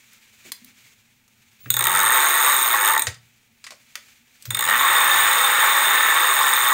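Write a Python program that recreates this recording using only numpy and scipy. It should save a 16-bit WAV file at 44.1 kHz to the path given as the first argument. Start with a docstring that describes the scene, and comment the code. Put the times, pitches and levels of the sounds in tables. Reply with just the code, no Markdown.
"""Small room: a bicycle's geared hub motor, wheel off the ground, is run up twice.
Gear teeth strike one by one, then merge into a harsh rattling drone that rings in hub shell and spokes.
Torque changes set the frame humming; the controller whistles faintly under power.
Handling adds clicks, dull bumps and a faint rustle over the room tone."""
import sys
import numpy as np
from scipy import signal
from scipy.fft import rfft, irfft
from scipy.io import wavfile

SR = 44100
rng = np.random.default_rng(int(sys.argv[2]) if len(sys.argv) > 2 else 0)


def wav_record(signal):
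    """Record a signal, one row per channel, as 16-bit PCM in the file named by sys.argv[1]."""
    frames = np.transpose(np.atleast_2d(signal))
    bounded = np.clip(frames, -1, 1)
    # unit amplitude maps onto the largest positive 16-bit level
    quanta = np.round(bounded * 32767).astype(np.int16)
    wavfile.write(sys.argv[1], SR, quanta)


N = 296793
TIME_S = np.arange(N) / SR
RUN_SPLIT_S = 3.7   # between the two runs

# tooth rate, one table per run: time_s, rate_hz
TOOTH_RATE = [
    [(1.894, 90), (1.96, 93), (2.05, 105.4), (2.15, 133), (2.24, 147), (2.32, 144), (2.5, 137), (2.68, 118),
     (2.84, 106), (2.918, 95)],
    [(4.686, 95.5), (4.75, 113), (4.83, 148), (4.91, 180), (5.03, 179), (5.25, 188), (5.84, 193),
     (5.95, 175), (6.1, 156), (6.4, 139), (6.73, 118.6)],
]
# tooth force, one table per run: time_s, rattle_db, tick_db
TOOTH_FORCE = [
    [(1.89, -23, -22), (1.97, -17, -21.5), (2.05, -20, -22), (2.15, -15.5, -21), (2.26, -18.5, -19.5),
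     (2.33, -20, -21.5), (2.48, -16.5, -19), (2.6, -24, -21.5), (2.75, -18.5, -21.5), (2.82, -21, -23.5),
     (2.88, -17, -18.5), (2.92, -19.5, -26)],
    [(4.68, -16.5, -19.5), (4.72, -16.5, -27), (4.78, -19, -22.5), (4.9, -17, -23), (5.18, -17, -21),
     (5.44, -18, -22), (5.64, -16, -22), (5.8, -18.5, -22), (5.9, -17, -22), (6.15, -17.5, -22.5),
     (6.45, -19, -21.5), (6.73, -18.5, -21)],
]
# single strikes as the wheel starts and stops: start_s, tick_db, rattle_db
SLOW_STRIKES = [(1.703, -3, -31), (1.7402, -5.5, -29.5), (1.767, -5, -21), (1.7911, -10, -20.5),
                (1.8074, -10, -18), (1.8236, -9, -19.5), (1.8401, -4.5, -23), (1.8533, -6, -16),
                (1.8685, -3, -14), (1.8811, -12, -15.5), (2.9232, -8.5, -26), (2.9346, -10, -16),
                (2.9482, -12.5, -18.5), (2.9612, -14, -15.5), (2.9769, -7.5, -31), (2.9939, -7, -33),
                (3.0199, -5.5, -29), (4.5052, -7, -31), (4.5463, -7, -27.5), (4.5691, -11, -24),
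                (4.5905, -7, -20), (4.6076, -9, -22.5), (4.6236, -10.5, -20), (4.6388, -10, -24.5),
                (4.6507, -9.5, -22), (4.6637, -12, -18.5), (4.6749, -9, -17)]
# dull wheel and spoke resonances: pitch_hz, width_hz, run1_db, run2_db
WHEEL_MODES = [(379, 47, -20.5, -24), (497, 140, -19.5, -20.5), (659, 210, -15.5, -16),
               (838, 69, -10.5, -10.5), (902.7, 48, -5, -8), (1027, 200, -8, -6), (1133.5, 150, -1.5, -1.5),
               (1271, 200, -2, -3), (1510, 420, -3, -2.5), (1779, 145, -2, -0.5), (1910, 150, -5.5, -4.5),
               (2157, 440, -6, -4.5), (2530, 680, -15.5, -11), (3110, 920, -11, -9.5)]
# bright hub shell resonances: pitch_hz, width_hz, run1_db, run2_db
SHELL_MODES = [(2040, 1500, -8, -9), (3608, 170, -3, 1), (3745, 170, -5.5, -4.5), (4044, 280, -15, -13),
               (4920, 2100, -17, -15), (6634, 480, -6.5, -9), (6950, 220, -8, -6), (8310, 200, -4.5, -2.5),
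               (8664, 202, 2.5, -1.5), (8470, 3000, -8, -8), (9720, 900, -16.5, -16),
               (10210, 120, -23, -20.5), (12720, 580, -3.5, -8.5), (13980, 420, -8.5, -5),
               (14750, 800, 0.5, -1.5), (15550, 180, -10.5, -4)]
# wheel rumble spectrum: freq_hz, density_db
RUMBLE_SPECTRUM = [(30, -15.5), (70, -13), (170, -0.5), (300, 5.5), (600, 6.5), (900, -23.5)]
# lowest frame mode, shaken by torque: time_s, level_db
FRAME_HUM = [(0, -75), (1.60, -71), (1.65, -52), (1.665, -41), (1.8, -39), (1.9, -48.5), (2.1, -52),
             (2.25, -65), (2.5, -83), (3.02, -67), (3.08, -45), (3.2, -57.5), (3.5, -76.5), (4.44, -84),
             (4.485, -37), (4.53, -35.5), (4.6, -48), (4.7, -55.5), (5.2, -53), (5.8, -64.5), (6.0, -71),
             (6.73, -63.5)]
# frame bumps: start_s, level_db, pitch_hz, width_hz, t60_s
FRAME_BUMPS = [(0.451, -47, 248, 200, 0.23), (0.615, -56, 227, 60, 0.62), (1.659, -46, 200, 170, .3),
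               (3.071, -35, 87.5, 50, 0.12), (4.482, -44, 115, 70, 0.15), (5.87, -53, 100, 120.1, .12)]
# knocks of small parts: start_s, low_db, mid_db, high_db, top_db, t60_s, ring_hz
KNOCKS = [(0.133, -72, -62, -54, -49, 0.017, 14200), (0.519, -69, -33.5, -26, -25, 0.025, 4600),
          (0.646, -78, -63, -44, -41, 0.018, 13500), (1.279, -69, -64, -56, -60, .04, 6500),
          (1.659, -52.5, -37, -56, -54, 0.034, 1720), (3.069, -30, -24.5, -20.5, -37, 0.066, 1970),
          (3.143, -66, -54, -45, -64, .06, 4960), (3.641, -68, -42, -38, -57, .06, 4800),
          (3.666, -58, -38.5, -37.5, -56, 0.06, 1880), (3.706, -45, -41, -36.5, -50, .04, 4340),
          (3.72, -47.5, -46.5, -47, -64, 0.074, 560), (3.955, -55, -27.5, -28.5, -34, .026, 1380),
          (3.973, -58, -50, -51, -56, 0.064, 590), (4.084, -70, -55.5, -54, -62, .06, 2200),
          (4.424, -70, -52, -41, -42, .03, 8400), (4.454, -67, -40.5, -37, -47, 0.078, 14500)]
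# limits of the low, mid, high and top bands: edge_hz
KNOCK_EDGES_HZ = [350, 1100, 3000, 8500, 16000]
# controller whistle envelope: time_s, level_db
WHISTLE_LEVEL = [(1.59, -100), (1.605, -51), (1.70, -46), (1.8, -50), (3.0, -55), (3.06, -100),
                 (4.42, -100), (4.455, -51), (4.55, -49), (6.73, -55)]
# rustle envelope: time_s, level_db
RUSTLE_LEVEL = [(0, -53.5), (.3, -57), (.43, -54), (.46, -46), (.485, -48), (.51, -56.5), (.6, -56.5),
                (.88, -54.5), (1.0, -59.5), (1.25, -66), (1.45, -60.5), (1.58, -59.5), (1.62, -54),
                (3.1, -69), (3.25, -60.5), (3.5, -64), (3.62, -60.5), (3.8, -57.5), (4.03, -53.5),
                (4.15, -56), (4.23, -62), (4.4, -55), (6.73, -51)]
# rustle spectrum: freq_hz, density_db
RUSTLE_SPECTRUM = [(400, -19.5), (800, -21.5), (1200, -14.5), (1750, -8.5), (2000, -7.5), (2300, -2.5),
                   (2900, -8.5), (4000, -10), (5200, -14), (6800, -10), (8500, -15), (11000, -21.5),
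                   (13500, -17.5), (15500, -16.5)]
# room tone spectrum: freq_hz, density_db
ROOM_SPECTRUM = [(30, -9.5), (70, -6.5), (117, 0), (175, -9), (235, 5.5), (310, -15.5), (420, -13.5),
                 (600, -18.5), (780, -15), (910, -10), (990, -20.5), (2400, -11), (4500, -24.5),
                 (11000, -24.5), (15000, -18.5)]


def gears(lag_s, lag_spread_s):
    """Each tooth ticks on the shell, then rattles the wheel across the gears' play."""
    start_s, rattle_db, tick_db = tooth_strikes(
        jitter_s=.00025, uneven_db=0.5, slow_tick_db=-13.0, slow_rattle_db=-2.0)
    late_s = start_s + lag_s + lag_spread_s * rng.random(len(start_s))
    tick = from_db(4.0) * ring(SHELL_MODES, start_s, tick_db, contact_t60_s=0.0095, scatter_db=2.0)
    rattle = from_db(0.5) * ring(WHEEL_MODES, late_s, rattle_db, contact_t60_s=0.018, scatter_db=2.0)
    return tick, rattle


def tooth_strikes(jitter_s, uneven_db, slow_tick_db, slow_rattle_db):
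    """All strikes, slow and spinning: start_s, rattle_db, tick_db."""
    start_s, tick_db, rattle_db = np.transpose(SLOW_STRIKES)
    strikes = [np.array([start_s, rattle_db + slow_rattle_db, tick_db + slow_tick_db])]
    for run, force in zip(TOOTH_RATE, TOOTH_FORCE):
        time_s, teeth = teeth_passed(run)
        start_s = np.interp(np.arange(teeth[-1]), teeth, time_s)
        start_s += jitter_s * rng.standard_normal(len(start_s))
        share_db = -10 * np.log10(curves(run, start_s)[0] / 100)   # faster teeth, less energy each
        share_db += uneven_db * rng.standard_normal(len(start_s))
        rattle_db, tick_db = curves(force, start_s)
        strikes.append(np.array([start_s, rattle_db + share_db, tick_db + share_db]))
    return np.hstack(strikes)


def teeth_passed(run):
    """Tooth rate integrated over one run: time_s, tooth count."""
    time_s = TIME_S[(TIME_S >= run[0][0]) & (TIME_S <= run[-1][0])]
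    return time_s, np.cumsum(curves(run, time_s)[0]) / SR


def ring(modes, start_s, level_db, contact_t60_s, scatter_db):
    """Each strike grinds briefly on each resonance, at a strength of its own."""
    out = np.zeros(N)
    for pitch_hz, width_hz, run1_db, run2_db in modes:
        strike_db = level_db + np.where(start_s < RUN_SPLIT_S, run1_db, run2_db)
        strike_db += scatter_db * rng.standard_normal(len(start_s))
        force = bursts(start_s, strike_db, contact_t60_s) * rng.standard_normal(N)
        out += mode(force, pitch_hz, width_hz)
    return out


def cogging(level_db, decay_s):
    """Torque ripples twice a tooth, most under load at the start of a run."""
    ripple = np.zeros(N)
    for run in TOOTH_RATE:
        time_s, teeth = teeth_passed(run)
        load = np.exp(-(time_s - time_s[0]) / decay_s)
        ripple += np.interp(TIME_S, time_s, load * np.sin(4 * np.pi * teeth), left=0, right=0)
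    return from_db(level_db) * ripple


def wheel_rumble(level_db):
    """Low noise while the wheel spins."""
    spinning = np.zeros(N)
    for run in TOOTH_RATE:
        start_s, end_s = run[0][0], run[-1][0]
        spinning += np.interp(TIME_S, [start_s - .25, start_s - .1, end_s + .17, end_s + .23], [0, 1, 1, 0])
    return from_db(level_db) * spinning * coloured_noise(RUMBLE_SPECTRUM)


def frame(hum_hz, waver, roughness):
    """The frame hums unsteadily at its lowest mode and thuds when bumped."""
    pitch_hz = hum_hz * (1 + waver * slow_noise(cutoff_hz=9))
    tone = np.sqrt(2) * np.sin(2 * np.pi * np.cumsum(pitch_hz) / SR)
    grain = mode(rng.standard_normal(N), hum_hz, width_hz=60)
    out = from_db(curves(FRAME_HUM)[0]) * unit_rms(tone + roughness * grain)
    for start_s, level_db, bump_hz, width_hz, t60_s in FRAME_BUMPS:
        out += mode(bursts([start_s], [level_db], t60_s) * rng.standard_normal(N), bump_hz, width_hz)
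    return out


def knocks(gain_db, ring_db, ring_q):
    """Small parts clack: a broad snap plus the part's own resonance."""
    out = np.zeros(N)
    bands = [unit_rms(butter(rng.standard_normal(N), edges_hz, "band", order=3))
             for edges_hz in zip(KNOCK_EDGES_HZ, KNOCK_EDGES_HZ[1:])]
    for start_s, *bands_db, t60_s, ring_hz in KNOCKS:
        envelope = bursts([start_s], [0], t60_s)
        snap = envelope * (from_db(bands_db) @ bands)
        ringing = mode(envelope * rng.standard_normal(N), ring_hz, ring_hz / ring_q)
        out += snap + from_db(max(bands_db) + ring_db) * ringing
    return from_db(gain_db) * out


def controller(pitch_hz, width_hz):
    """Switching whistle while power is on."""
    return from_db(curves(WHISTLE_LEVEL)[0]) * resonator(rng.standard_normal(N), pitch_hz, width_hz)


def handling(flutter_db):
    """Cloth rubs unevenly as the hand moves."""
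    level_db = curves(RUSTLE_LEVEL)[0] + flutter_db * slow_noise(cutoff_hz=18)
    return from_db(level_db) * coloured_noise(RUSTLE_SPECTRUM)


def turning_reflections(x, turn_hz, paths=4):
    """The turning wheel beams sound along one echo path after another; constant rate throughout."""
    out = np.zeros(N)
    for k in range(paths):
        facing = np.maximum(np.cos(2 * np.pi * (turn_hz * TIME_S - k / paths)), 0)
        out += facing * reflections(x, low_t60_s=0.26, high_t60_s=0.2, split_hz=5100)
    return out


def reflections(x, low_t60_s, high_t60_s, split_hz):
    """Diffuse echoes off near walls; treble dies first."""
    time_s = TIME_S[:SR // 2]
    low = butter(rng.standard_normal(len(time_s)), split_hz, "low") * from_db(-60 * time_s / low_t60_s)
    high = butter(rng.standard_normal(len(time_s)), split_hz, "high") * from_db(-60 * time_s / high_t60_s)
    echoes = (low + high) * (time_s > .003)
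    return signal.fftconvolve(x, echoes / np.sqrt(np.sum(echoes ** 2)))[:N]


def room_tone(level_db):
    """Steady, mostly low background noise."""
    return from_db(level_db) * coloured_noise(ROOM_SPECTRUM)


def bursts(start_s, level_db, t60_s):
    """Contact envelope: instant rise, exponential decay; powers add."""
    power = np.zeros(N)
    onsets = np.clip((np.asarray(start_s) * SR).astype(int), 0, N - 1)
    np.add.at(power, onsets, from_db(level_db) ** 2)
    pole = from_db(-60 / (t60_s * SR)) ** 2
    return np.sqrt(signal.lfilter([1], [1, -pole], power + 1e-18))


def mode(force, pitch_hz, width_hz):
    """Two like resonators in series, for deep valleys between modes."""
    once = resonator(force, pitch_hz, width_hz)
    return resonator(once, pitch_hz, width_hz) * np.sqrt(2 * np.pi * width_hz / SR)


def resonator(force, pitch_hz, width_hz):
    """One resonance; white noise keeps its rms."""
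    radius = np.exp(-np.pi * width_hz / SR)
    feedback = [1, -2 * radius * np.cos(2 * np.pi * pitch_hz / SR), radius ** 2]
    return np.sqrt((1 - radius ** 2) / 2) * signal.lfilter([1, 0, -1], feedback, force)


def coloured_noise(spectrum):
    """Unit-rms noise of the given spectrum."""
    freq_hz, density_db = np.transpose(spectrum)
    log_bins = np.log(np.fft.rfftfreq(N, 1 / SR) + 1)
    gain = from_db(np.interp(log_bins, np.log(freq_hz), density_db))
    return unit_rms(irfft(rfft(rng.standard_normal(N)) * gain, N))


def slow_noise(cutoff_hz):
    """Unit-rms random drift."""
    return unit_rms(butter(rng.standard_normal(N), cutoff_hz, "low"))


def butter(x, edge_hz, kind, order=2):
    """Causal Butterworth filter."""
    sections = signal.butter(order, np.clip(edge_hz, 10, .47 * SR), kind, fs=SR, output="sos")
    return signal.sosfilt(sections, x)


def curves(rows, at_s=TIME_S):
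    """A table's value columns, interpolated in time."""
    time_s, *columns = np.transpose(rows)
    return [np.interp(at_s, time_s, column) for column in columns]


def unit_rms(x):
    """Scale to rms 1."""
    return x / np.sqrt(np.mean(x ** 2) + 1e-20)


def from_db(db):
    """Decibels to gain."""
    return 10 ** (np.asarray(db) / 20)


def scene():
    """Motor, frame and handling in the room; mono."""
    tick, rattle = gears(lag_s=.001, lag_spread_s=.002)
    clacks = knocks(gain_db=0.5, ring_db=-2.0, ring_q=4.5)
    send = from_db(-6.0) * tick + from_db(-5.5) * rattle + from_db(-8.5) * clacks
    walls = turning_reflections(send, turn_hz=2.3)
    lows = frame(hum_hz=117.5, waver=.02, roughness=0.66)
    lows += cogging(level_db=-45, decay_s=0.28) + wheel_rumble(level_db=-49)
    whistle = controller(pitch_hz=15650, width_hz=25)
    air = room_tone(level_db=-64.5)
    rustle = handling(flutter_db=1.5)
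    return (tick + rattle + clacks + walls + lows + whistle + rustle + air)[None]


def record(dry):
    """Soft clip, then steep low-pass."""
    ceiling, cutoff_hz = 1.7, 15720
    lowpass = signal.ellip(12, .1, 90, cutoff_hz, fs=SR, output="sos")
    return signal.sosfilt(lowpass, ceiling * np.tanh(dry / ceiling))


dry = scene()
out = record(dry)
wav_record(out)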